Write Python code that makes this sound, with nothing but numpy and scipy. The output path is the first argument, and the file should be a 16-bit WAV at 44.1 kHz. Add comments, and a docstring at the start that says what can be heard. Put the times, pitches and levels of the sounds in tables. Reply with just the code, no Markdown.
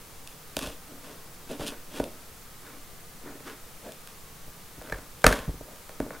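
"""A low room hum, faint hiss and a thin wandering whine open the scene; then a knife saws through packing
tape on a cardboard box that stands on a table in a quiet, bare room.
Slips of the blade and knocks ring the box walls, torn fibres crackle in the tape, the table thumps.
Clicks excite decaying modes, sparse echoes make the room, coloured noise makes hum and hiss."""
import sys
import numpy as np
from scipy import signal
from scipy.fft import rfft, irfft
from scipy.io import wavfile
from scipy.ndimage import uniform_filter1d

SR = 44100
rng = np.random.default_rng(int(sys.argv[2]) if len(sys.argv) > 2 else 0)


def file_out(sig):
    """Save sig as 16-bit WAV at sys.argv[1]."""
    # one column per channel
    cols = np.atleast_2d(sig).T
    # limit, then scale
    lim = np.clip(cols, -1, 1)
    pcm = np.round(lim * 32767).astype(np.int16)
    wavfile.write(sys.argv[1], SR, pcm)


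def volts_from_decibels(level):
    """Turn decibel levels (scalar or array-like) into linear amplitude factors."""
    exponent = np.asarray(level, float) / 20
    return 10 ** exponent


N = 273420  # length in samples

# Strokes of blade or hand, rubbing levels at the height of the stroke:
# start_s, length_s, low_walls_db, upper_walls_db, flap_db, tape_db
STROKES = [(0.576, 0.18, -44, -44, -46, -43), (0.845, 0.22, -51, -57, -63, -67),
           (0.983, 0.25, -54.5, -51, -53.5, -54.5), (1.468, 0.13, -38, -41, -49, -46.5),
           (1.585, 0.087, -34.5, -35, -41, -41.5), (1.648, 0.075, -41, -46, -47, -36),
           (1.667, 0.13, -46, -46, -47.5, -53), (1.904, 0.16, -41.5, -42.5, -46, -44.5),
           (2.595, 0.23, -52.5, -56, -51.5, -63), (3.204, 0.21, -44.5, -50.5, -51, -63),
           (3.425, 0.16, -46, -50.5, -46, -51), (3.804, 0.15, -50, -42.5, -52, -56),
           (4.779, 0.19, -54, -53, -55, -62), (5.62, 0.21, -60, -53, -65, -75),
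           (6.099, 0.13, -55, -52.5, -51, -64)]
# The blade catches and tape fibres snap; the rows near 2.0 s and 6.0 s are dull thuds that set the flap going.
# Peak levels: # start_s, tape_crack_db, low_walls_db, upper_walls_db, flap_db
SNAPS = [(0.2742, -26.5, -63, -58, -60), (0.5674, -14, -26, -25.5, -26.5), (0.5687, -19, -40, -30, -35),
         (0.5906, -19, -38, -36, -28), (0.6305, -39, -49, -42, -39), (0.672, -25.5, -56, -32, -41),
         (1.595, -43, -35, -31, -42), (1.6099, -37, -29.5, -31, -35), (1.9992, -32, -17.5, -18, -28.5),
         (2.0405, -26, -50, -52, -50), (2.0601, -50, -42, -34, -54), (3.4034, -51, -45, -43, -41),
         (3.921, -30, -64, -60, -54), (4.0739, -28.5, -60, -60, -38), (4.8135, -50, -50, -37, -37),
         (4.8213, -33.5, -53, -42, -42), (5.219, -31, -55, -52, -42), (5.7595, -37, -57, -61, -59),
         (5.8928, -34, -45, -37.5, -34.5), (6.0016, -29, -18.5, -21.5, -25.5),
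         (6.1056, -50, -43, -31.5, -28)]
# The knife strikes the box, peak levels:
# start_s, blade_clack_db, table_thump_db, low_walls_db, upper_walls_db, handle_db
KNOCKS = [(4.873, -44, -46, -51, -51, -42), (4.888, -44, -46, -52, -48, -44),
          (4.8976, -36, -42, -56, -38, -37), (4.9227, -30.5, -31, -34.5, -25, -23),
          (4.944, -46, -41, -48, -47, -38), (4.9854, -43, -46, -40, -41, -40),
          (5.242, -11.5, -18.5, -27, -7, -8), (5.2650, -3, -15, -11.5, -10.5, -3),
          (5.326, -16, -41, -47, -22.5, -16), (5.3896, -30, -36, -41, -36, -35)]
# Soft pushes on the box, peak levels: start_s, table_thump_db, low_walls_db, upper_walls_db
THUDS = [(0.63, -38, -49, -48), (0.668, -34, -47, -45), (1.594, -37, -45, -53), (4.478, -43.5, -50, -48),
         (4.779, -40, -38.5, -49), (5.307, -26.5, -25, -20.5), (5.4775, -21.5, -42, -42),
         (5.491, -32, -28, -35), (5.54, -38, -36, -55), (5.6083, -42, -37, -34.5), (6.062, -49, -34, -34)]

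# Modes of each body, levels relative within the body: pitch_hz, level_db, t60_s
TAPE = [(2635, 2.5, 0.0042), (3420, 2, 0.0039), (4630, 6, 0.0018), (6430, 7, 0.0012), (8830, 6, 0.0015),
        (10630, 5.5, 0.0017), (13000, 5.5, 0.00099), (15100, -1, 0.001)]
FLAP = [(1060, 2, 0.016), (1454, -1, 0.017), (1803, 3, 0.0084), (2270, -2, 0.0095)]
UPPER_WALLS = [(438.5, -1, 0.047), (508, 3.5, 0.039), (608, 8, 0.025), (752, -4.5, 0.038),
               (925, -2.5, 0.028)]
LOW_WALLS = [(252.4, -2, 0.039), (262.2, 14, 0.031), (415, -7, 0.041)]
TABLE = [(43.3, 9, 0.12), (64.4, -8, 0.077), (99.4, 1, 0.082), (167.5, 3.5, 0.05)]
KNIFE = [(2530, 0.5, 0.0057), (3370, -2.5, 0.0029), (4290, -1, 0.0063), (5500, -6.5, 0.0046),
         (6470, -6, 0.0068), (8200, -0.5, 0.0025), (10700, -5.5, 0.0024), (13100, -1.5, 0.0013),
         (15900, -26, 0.0018)]
HANDLE = [(1180, -3, 0.017), (1572, 7.5, 0.019), (1781, -7, 0.048), (1950, -3, 0.017)]

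# Shudder of the loose box, level under the blow, one row:
# low_walls_db, upper_walls_db, flap_db, tape_db
SHUDDER_DB = (-19, -22, -25, -30)
# Decay of the room by band: frequency_hz, t60_s
ROOM = [(150, 0.13), (500, 0.26), (1500, 0.17), (4000, 0.1), (12000, 0.24)]
# Colour of the room hum: frequency_hz, relative_level_db
HUM = [(2, -4), (4, 10), (16, 1.5), (32, -11), (125, -12.5), (162, -10), (205, -15.5), (382, -19),
       (465, -14.5), (560, -20.5), (800, -20.5), (1340, -22), (3070, -26.5), (15500, -27.5)]
# Colour of the hiss opposed between the channels: frequency_hz, relative_level_db (per Hz)
HISS = [(2, 6), (16, -2), (320, -14.5), (760, -16.5), (2200, -18), (13400, -18), (16500, -20.5)]
# Path of the whine before its tremble: time_s, pitch_hz
WHINE = [(0.0, 1200), (0.24, 1000), (0.4, 1265), (0.62, 1190), (0.899, 1276), (1.219, 1040), (1.43, 1196),
         (1.58, 1080), (1.8, 1230), (2.25, 1340), (2.6, 1190), (3.05, 1200), (3.5, 1300), (4.001, 1252),
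         (4.3, 1106), (4.87, 1304), (5.1, 1180), (5.4, 1290), (5.7, 1190), (6.08, 1320), (6.2, 1230)]

SLIPS_PER_S, TEARS_PER_S = 2000, 1800
PEAK_AT = 0.37  # where in a stroke the pressure peaks (0-1)
STROKE_ENDS_DB, STROKE_ROUNDNESS = -22, 1.6  # level at both ends under the peak, shape of the arch
SHUDDER_AFTER_S, SHUDDER_FADE_DB_PER_S = 0.01, 142
SNAP_THUMP_DB = -14  # the table follows the low walls
ROOM_DB = -10.5
HUM_DB, HISS_DB, NOISE_EDGE_HZ = -46.5, -57, 15820
WHINE_LEFT_DB, WHINE_RIGHT_UNDER_LEFT_DB = -60.5, -28
WHINE_TREMBLE_HZ = 34.54  # rms


def evened(x):
    """Scales a signal to an rms of 1."""
    return x / np.sqrt(np.mean(x ** 2) + 1e-20)


def add(mix, start_s, sound):
    """Mixes a sound in at a time, cut where the mix ends."""
    part = mix[max(round(start_s * SR), 0):][:len(sound)]
    part += sound[:len(part)]


def clicks(per_s, spread_db, size):
    """Random clicks of either sign, a few of them large, at an rms of 1."""
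    chance, side = rng.random((2, size))
    height = volts_from_decibels(spread_db * np.minimum(rng.exponential(1, size), 4))
    return evened((chance < per_s / SR) * height * np.sign(side - 0.5))


def ring(modes, detune=1):
    """Answer of a body to one click, energy 1: decaying modes that swell over their first cycle."""
    t = np.arange(SR // 4) / SR
    hz, db, t60 = np.transpose(modes)[..., None]
    sense = (-1) ** np.arange(len(modes))[:, None]  # neighbours move in opposite senses
    swell = 1 - np.exp(-(2.13 * hz * t) ** 2)
    decay = volts_from_decibels(db - 60 * t / t60)
    rings = (sense * swell * decay * np.sin(2 * np.pi * hz * detune * t)).sum(0)
    return rings / np.linalg.norm(rings)


def pressure():
    """Rubbing level of low walls, upper walls, flap and tape: an arch per stroke, a shudder per snap or knock."""
    t = np.arange(N) / SR
    power = np.zeros((4, N))
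    for start, length, *part_db in STROKES:
        inside = (t >= start) & (t < start + length)
        u = (t[inside] - start) / length
        off_peak = np.where(u < PEAK_AT, 1 - u / PEAK_AT, (u - PEAK_AT) / (1 - PEAK_AT))
        arch_db = STROKE_ENDS_DB * off_peak ** STROKE_ROUNDNESS
        power[:, inside] += volts_from_decibels(np.add.outer(part_db, arch_db)) ** 2

    # the loose box shudders on; after a knock, handle and blade levels set flap and tape
    shaken = [(s, low, up, flap, tape) for s, tape, low, up, flap in SNAPS]
    shaken += [(s, low, up, handle, blade) for s, blade, _, low, up, handle in KNOCKS]
    fade_db = -SHUDDER_FADE_DB_PER_S * np.arange(SR // 2) / SR
    for s, *part_db in shaken:
        shudder = volts_from_decibels(np.add.outer(np.add(part_db, SHUDDER_DB), fade_db))
        add(power.T, s + SHUDDER_AFTER_S, shudder.T ** 2)
    return np.sqrt(power)


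def strokes():
    """Stick-slip of the blade shakes walls and flap; tape fibres tear in dense fine clicks."""
    # pressure comes in lumps, 2.04 dB rms
    judder = volts_from_decibels(2.04 * evened(uniform_filter1d(rng.standard_normal(N), 300)))
    slips = judder * clicks(SLIPS_PER_S, 1.3, N)
    tears = judder * clicks(TEARS_PER_S, 1.84, N)
    dull_tears = signal.lfilter([1], [1, -0.45], tears)  # a slow tear is darker than a snap
    drives = (slips, slips, 0.77 * slips + 0.65 * tears, dull_tears)
    bodies = (LOW_WALLS, UPPER_WALLS, FLAP, TAPE)
    out = np.zeros(N)
    for level, drive, modes in zip(pressure(), drives, bodies):
        out += signal.oaconvolve(level * evened(drive), ring(modes))[:N]
    return out


def blows(events, bodies, contact_s, chatter_db):
    """Each blow is a first click and a short chatter that ring the bodies it reaches."""
    out = np.zeros(N)
    size = SR // 50
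    t = np.arange(size) / SR
    for s, *part_db in events:
        chatter = volts_from_decibels(chatter_db) * clicks(6000, 3.0, size) * np.exp(-(t / contact_s) ** 2)
        spot = 1 + 0.015 * rng.standard_normal((9, 1))  # each spot struck shifts the modes a little
        for db, modes in zip(part_db, bodies):
            felt = min(modes[0][0] / 2400, 1)  # heavy, low parts hardly feel the chatter
            strike = felt * chatter + (t == 0)
            sound = signal.fftconvolve(strike, ring(modes, spot[:len(modes)]))
            add(out, s, volts_from_decibels(db) * sound / abs(sound).max())
    return out


def snaps():
    """The blade catches and fibres snap, or a dull thud shakes the flap: the tape cracks, and walls, flap and
    table answer."""
    events = [(s, tape, low + SNAP_THUMP_DB, low, up, flap) for s, tape, low, up, flap in SNAPS]
    return blows(events, (TAPE, TABLE, LOW_WALLS, UPPER_WALLS, FLAP), contact_s=0.0026, chatter_db=-24)


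def knocks():
    """The knife strikes the box: blade and handle ring along with table and walls."""
    bodies = (KNIFE, TABLE, LOW_WALLS, UPPER_WALLS, HANDLE)
    return blows(KNOCKS, bodies, contact_s=0.0027, chatter_db=-11.5)


def thuds():
    """Soft pushes on the box ring table and walls with little chatter."""
    return blows(THUDS, (TABLE, LOW_WALLS, UPPER_WALLS), contact_s=0.0029, chatter_db=-30)


def read(points, hz):
    """Reads a curve on a log-frequency axis."""
    f, value = np.transpose(points)
    return np.interp(np.log(hz + 1), np.log(f + 1), value)


def room(x):
    """Sparse echoes of random sign, each band dying at its own speed."""
    taps = np.zeros(SR // 2)
    at = np.arange(200, len(taps) - 20, 20)  # one echo in every 20 samples
    taps[at + rng.integers(0, 20, len(at))] = rng.choice([-1.0, 1.0], len(at))
    hz, t, z = signal.stft(taps, SR, nperseg=256)
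    decay = volts_from_decibels(-60 * t / read(ROOM, hz)[:, None])
    low_cut = np.clip(hz / 120, 0, 1)[:, None]
    tail = signal.istft(z * decay * low_cut, SR, nperseg=256)[1]
    return signal.oaconvolve(x, tail / np.linalg.norm(tail))[:N]


def noise(spectrum, db):
    """Steady noise of a given colour and rms level, empty above the edge."""
    hz = np.fft.rfftfreq(N, 1 / SR)
    colour = volts_from_decibels(read(spectrum, hz)) * (hz < NOISE_EDGE_HZ)
    return volts_from_decibels(db) * evened(irfft(rfft(rng.standard_normal(N)) * colour, N))


def whine():
    """A thin tone whose pitch wanders and trembles, stronger on the left."""
    s, hz = np.transpose(WHINE)
    wander = np.interp(np.arange(N) / SR, s, hz)
    slow_noise = uniform_filter1d(uniform_filter1d(rng.standard_normal(N), 400), 400)
    turns = np.cumsum(wander + WHINE_TREMBLE_HZ * evened(slow_noise)) / SR
    left = np.cos(2 * np.pi * turns)
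    right = volts_from_decibels(WHINE_RIGHT_UNDER_LEFT_DB) * np.cos(2 * np.pi * turns + 0.7)
    return volts_from_decibels(WHINE_LEFT_DB) * np.sqrt(2) * np.array([left, right])  # sqrt(2): levels are rms


def scene():
    """Box, room and hum reach both channels alike; hiss is opposed and the whine leans left."""
    box = strokes() + snaps() + knocks() + thuds()
    both = box + volts_from_decibels(ROOM_DB) * room(box) + noise(HUM, HUM_DB)
    hiss = noise(HISS, HISS_DB)
    return np.array([both + hiss, both - hiss]) + whine()


def low_pass(x):
    """Removes everything above the highest recorded frequency."""
    return signal.sosfilt(signal.butter(12, 16460, fs=SR, output="sos"), x)


def record(dry):
    """Clips the finished mix at full scale."""
    mix = np.clip(dry, -1, 1)
    return low_pass(mix)


dry = scene()
out = record(dry)
file_out(out)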